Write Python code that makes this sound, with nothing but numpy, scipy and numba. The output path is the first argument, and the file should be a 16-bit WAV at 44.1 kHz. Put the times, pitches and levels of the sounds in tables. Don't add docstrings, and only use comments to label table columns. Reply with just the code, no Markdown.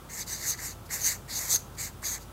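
import sys
import numpy as np
from scipy import signal
from scipy.fft import rfft, irfft
from scipy.io import wavfile
from scipy.ndimage import uniform_filter1d
from numba import njit

SR = 44100
rng = np.random.default_rng(int(sys.argv[2]) if len(sys.argv) > 2 else 0)


def persist_wave(psi):
    counts = np.round(np.clip(psi, -1, 1) * 32767).astype(np.int16)
    wavfile.write(sys.argv[1], SR, np.atleast_2d(counts).T)


N = 102312

# (frequency [Hz], gain of the side signal [dB])
SIDE_WIDTH = [(60, -26), (700, -18), (3000, -21), (6000, -30), (15000, -36)]


def undb(db):
    return 10 ** (np.asarray(db) / 20)


def unit(x):
    return x / np.sqrt(np.mean(x ** 2))


@njit
def svf(x, hz, width):
    y, band, low = np.empty(len(x)), 0., 0.
    for i in range(len(x)):
        g = np.tan(np.pi * hz[i] / SR)
        damping = width[i] / hz[i]
        v = (band + g * (x[i] - low)) / (1 + g * (g + damping))
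        band, low = 2 * v - band, low + 2 * g * v
        y[i] = damping * v
    return y


def ring(x, hz, width_hz):
    hz, width_hz = hz * np.ones(N), width_hz * np.ones(N)
    once = svf(x, hz, 1.58 * width_hz)
    twice = svf(once, hz, 1.58 * width_hz)
    return unit(twice / np.sqrt(width_hz))


def colour(x, table):
    hz = np.maximum(np.arange(N // 2 + 1) * SR / N, 1)
    points_hz, points_db = np.array(table, float).T
    gain_db = np.interp(np.log(hz), np.log(points_hz), points_db, left=-40)
    return irfft(rfft(x) * undb(gain_db), N)


def walk(rate):
    hold = int(SR / rate)
    steps = np.repeat(rng.standard_normal(N // hold + 1), hold)
    smooth = uniform_filter1d(uniform_filter1d(steps, hold), hold)
    return 1.48 * smooth[:N]


def hum(t):
    # (frequency [Hz], mean level [dB rms])
    hum_lines = [(53.8, -52), (86.5, -54), (107.7, -57), (356, -67), (1316, -67)]
    waver_db, wander_cycles = 1.3, 0.078
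    total = 0
    for hz, db in hum_lines:
        cycles = hz * t + rng.random() + wander_cycles * walk(5.54)
        amplitude = np.sqrt(2) * undb(db + waver_db * walk(4.98))
        total = total + amplitude * np.sin(2 * np.pi * cycles)
    return total


def air(t):
    # (frequency [Hz], relative spectral level [dB])
    air_spectrum = [(18, -33), (30, -11), (75, -10), (130, -0.5), (238, -9.5), (628, -14.5), (981, -15),
                    (1310, -16.5), (1890, -26.5), (3450, -27), (4150, -30), (15800, -31.5)]
    air_db, hum_side_db = -47.5, -34.5
    mid, side = (colour(rng.standard_normal(N), air_spectrum) for _ in range(2))
    gain = undb(air_db) / np.std(mid)
    lines = hum(t)
    side_hum = undb(hum_side_db) * np.roll(lines, 200)
    return lines + gain * mid, gain * colour(side, SIDE_WIDTH) + side_hum


def room_tail(near):
    t60_s, gap_s = 0.25, 0.004
    a = np.arange(SR // 2) / SR
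    response = rng.standard_normal(len(a)) * undb(-60 * a / t60_s) * (a > gap_s)
    response = unit(response) / np.sqrt(len(a))
    return signal.fftconvolve(near, response)[:N]


def taps(t):
    # (time [s], level before the rise and the mode gains [dB], main pitch [Hz])
    knocks = [(1.5372, -27.5, 780), (1.5438, -26, 333), (2.028, -29.5, 1130), (2.042, -32, 1810)]
    # (ratio to the main pitch, gain [dB])
    modes = [(.6, -8), (1, 1.5), (1.4, -3.5)]
    t60_s, rise_s = 0.017, 0.0017
    out = 0
    for start, db, hz in knocks:
        a = np.maximum(t - start, 0)
        body = sum(undb(mode_db) * np.sin(2 * np.pi * ratio * hz * a) for ratio, mode_db in modes)
        envelope = undb(db - 60 * a / t60_s) * (1 - np.exp(-a / rise_s))
        out = out + envelope * body
    return out


def slips():
    slips_per_s, spread_db = 16650, 1
    size = undb(spread_db * np.minimum(rng.exponential(size=N), 4)) * rng.standard_normal(N)
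    happens = np.clip((slips_per_s / SR - rng.random(N)) * 50, 0, 1)
    return size * happens


def sliding_notches(x, t):
    # (time [s], centre [Hz])
    notch_path = [(.1, 10600), (.21, 10000), (.29, 10450), (.4, 10300), (.48, 10660), (.66, 10500),
                  (.73, 10200), (.93, 10570), (1.13, 10300), (1.3, 10370), (1.57, 9830), (2.2, 10300)]
    width_hz, low_ratio, low_wander = 860, 0.3135, 0.04
    upper_hz = np.interp(t, *np.array(notch_path).T)
    lower_hz = low_ratio * upper_hz * (1 + low_wander * walk(11.92))
    for notch_hz in (upper_hz, lower_hz):
        x = x - svf(x, notch_hz, width_hz * np.ones(N))
    return x


def nib_ring(x, excess_db):
    width_hz, narrowing_per_db = 1750, 0.17
    nib_hz, sag_hz_per_db, wander = 6560, 36.5, 0.013
    excess_db = np.clip(excess_db, -5, 14)
    width = width_hz * np.exp(-narrowing_per_db * excess_db)
    hz = (nib_hz - sag_hz_per_db * excess_db) * (1 + wander * walk(120))
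    return ring(x, hz, width)


def barrel_ring(x):
    # (frequency [Hz], gain [dB])
    barrel_edge = [(700, 3), (2230, 0.5), (2600, -17.5)]
    barrel_hz, width_hz, wander = 1936, 520, 0.019
    hz = barrel_hz * (1 + wander * walk(25.1))
    return unit(colour(ring(x, hz, width_hz), barrel_edge))


def flicker():
    return undb(1.14 * walk(30.06))


def grazes(t):
    # (time [s], envelope length [s], gain [dB])
    brushes = [(0.05, 0.0026, -63), (0.864, 0.011, -53), (1.753, 0.0047, -53), (2.222, 0.023, -50)]
    return sum(undb(db) * np.exp(-((t - start) / length) ** 2) for start, length, db in brushes)


def marker(t):
    # (time [s], scratch level [dB], nib ring level [dB], upper nib ring level [dB],
    # barrel ring level [dB], sheet ring level [dB])
    strokes = [
        [(0.092, -62, -58, -61, -61, -60), (0.102, -55, -49, -53, -49, -53),
         (0.128, -50.5, -46.5, -48, -53.5, -53.5), (0.2, -41.5, -41.5, -45, -48.5, -45),
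         (0.222, -50, -34, -42, -50, -41), (0.232, -51, -53, -54, -52, -45), (0.242, -60, -60, -62, -67, -59)],
        [(0.266, -53, -53, -60, -67, -56), (0.278, -46, -44, -51, -56.5, -43.5),
         (0.33, -45, -35, -39, -46.5, -45), (0.376, -52, -47.5, -54, -56.5, -47),
         (0.456, -41, -39.5, -42, -43, -48), (0.496, -32.5, -26, -34, -59, -38),
         (0.538, -47.5, -38.5, -50, -44.5, -39.5), (0.552, -59, -63, -59, -51, -56)],
        [(0.576, -57, -54, -59, -61, -49), (0.592, -50, -46, -52, -46.5, -48),
         (0.628, -44, -44.5, -49, -48, -50), (0.664, -40.5, -39.5, -41.5, -46, -44),
         (0.724, -54.5, -49, -58, -58, -50), (0.738, -63, -60, -62, -71, -65)],
        [(0.894, -59, -64, -69, -55, -56), (0.91, -45.5, -42.5, -45, -41.5, -47.5),
         (0.94, -33.5, -33.5, -41, -47, -41), (0.984, -44, -45, -51, -44, -48.5),
         (1.03, -39.5, -33, -48, -61, -43), (1.066, -31.5, -24.5, -32.5, -39.5, -34.5),
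         (1.126, -41, -42, -41, -41, -43), (1.165, -52.5, -47.5, -58, -66, -59)],
        [(1.282, -59, -60, -61, -54, -62), (1.298, -48, -50.5, -61, -47.5, -44.5),
         (1.38, -38, -31.5, -40, -63, -40), (1.406, -38, -38, -49, -47.5, -45),
         (1.474, -42.5, -41, -48, -49.5, -47), (1.518, -32.5, -28, -29, -45.5, -35),
         (1.562, -32, -23.5, -41, -83, -35), (1.572, -47, -40, -45, -53, -42)],
        [(1.772, -57, -57, -64, -56, -60), (1.784, -50, -46, -44.5, -47, -46.5),
         (1.804, -43, -40.5, -41, -46.5, -43.5), (1.85, -43, -41, -43, -47.5, -43.5),
         (1.874, -50, -44.5, -48, -46, -47.5), (1.9, -56, -60, -62, -60, -57)],
        [(2.022, -55, -61, -61, -68, -60), (2.042, -44, -40.5, -49, -39.5, -44),
         (2.058, -39.5, -34.5, -45, -53.5, -37), (2.114, -40.5, -35.5, -42.5, -51, -44.5),
         (2.148, -43, -37.5, -42.5, -48.5, -40), (2.17, -53, -50, -51, -44.5, -51),
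         (2.18, -54, -55, -52, -50, -60)],
    ]
    # (frequency [Hz], relative gain [dB])
    scratch_spectrum = [(2600, -13.5), (5400, -27.5), (8600, -7), (9300, -3.5), (11000, -2), (13000, -1),
                        (14800, -9.5), (15800, -14.5)]
    # (frequency [Hz], relative gain [dB])
    upper_spectrum = [(6600, -16), (7200, 1.5), (8200, 0), (8700, -8.5), (9200, -27.5)]
    # (frequency [Hz], relative gain [dB])
    sheet_spectrum = [(2700, -19), (3300, -7.5), (3900, -1.5), (4700, 2.5), (5400, -8.5), (6000, -24.5)]
    board_levels = [-54, -53, -50, -50.5, -48, -51.5, -51.5]
    # (level over the scratch, before halving [dB])
    flank_levels = [-3, -5, -5, -12, -8, -14, -9]
    board_hz, board_width_hz, board_slope = 1210, 1570, 0.54
    flank_hz, flank_width_hz = 5650, 1050
    lift_s = 0.0072

    points = np.concatenate([np.array(s, float) for s in strokes])
    scratch_db, nib_db, upper_db, barrel_db, sheet_db = (
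        np.interp(t, points[:, 0], levels) for levels in points.T[1:])
    touch = 0
    for s in strokes:
        inside = np.minimum(t - s[0][0], s[-1][0] - t)
        touch = touch + np.clip(inside / lift_s + 1, 0, 1)
    touch = np.minimum(touch, 1)
    anchors = [s[3][0] for s in strokes]
    board_db = np.interp(t, anchors, board_levels) + board_slope * (scratch_db + 43)
    flank_db = scratch_db + np.interp(t, anchors, flank_levels)

    x = sliding_notches(slips(), t)
    scratch = unit(colour(x, scratch_spectrum))
    nib = nib_ring(x, nib_db - scratch_db)
    upper = unit(colour(x, upper_spectrum))
    barrel = barrel_ring(x)
    sheet = unit(colour(x, sheet_spectrum))
    board = undb(board_db) * ring(x, board_hz, board_width_hz)
    flank = undb(flank_db) * ring(x, flank_hz, flank_width_hz)

    writing = undb(scratch_db) * scratch + undb(nib_db) * nib + undb(barrel_db) * barrel
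    writing = writing + undb(upper_db) * flicker() * upper
    writing = writing + undb(sheet_db) * flicker() * sheet
    writing = writing + flicker() * (board + flank / 2)
    return grazes(t) * (scratch + nib + sheet) / 2 + touch * writing


def scene():
    room_db, room_side_db = -15, 3
    t = np.arange(N) / SR
    near = marker(t) + taps(t)
    mid, side = air(t)
    mid = mid + near + undb(room_db) * room_tail(near)
    side = side + undb(room_db + room_side_db) * colour(room_tail(near), SIDE_WIDTH)
    return np.array([mid + side, mid - side])


def record(dry):
    low_pass = signal.ellip(16, .3, 70, 15780, fs=SR, output="sos")
    return signal.sosfilt(low_pass, dry)


dry = scene()
out = record(dry)
persist_wave(out)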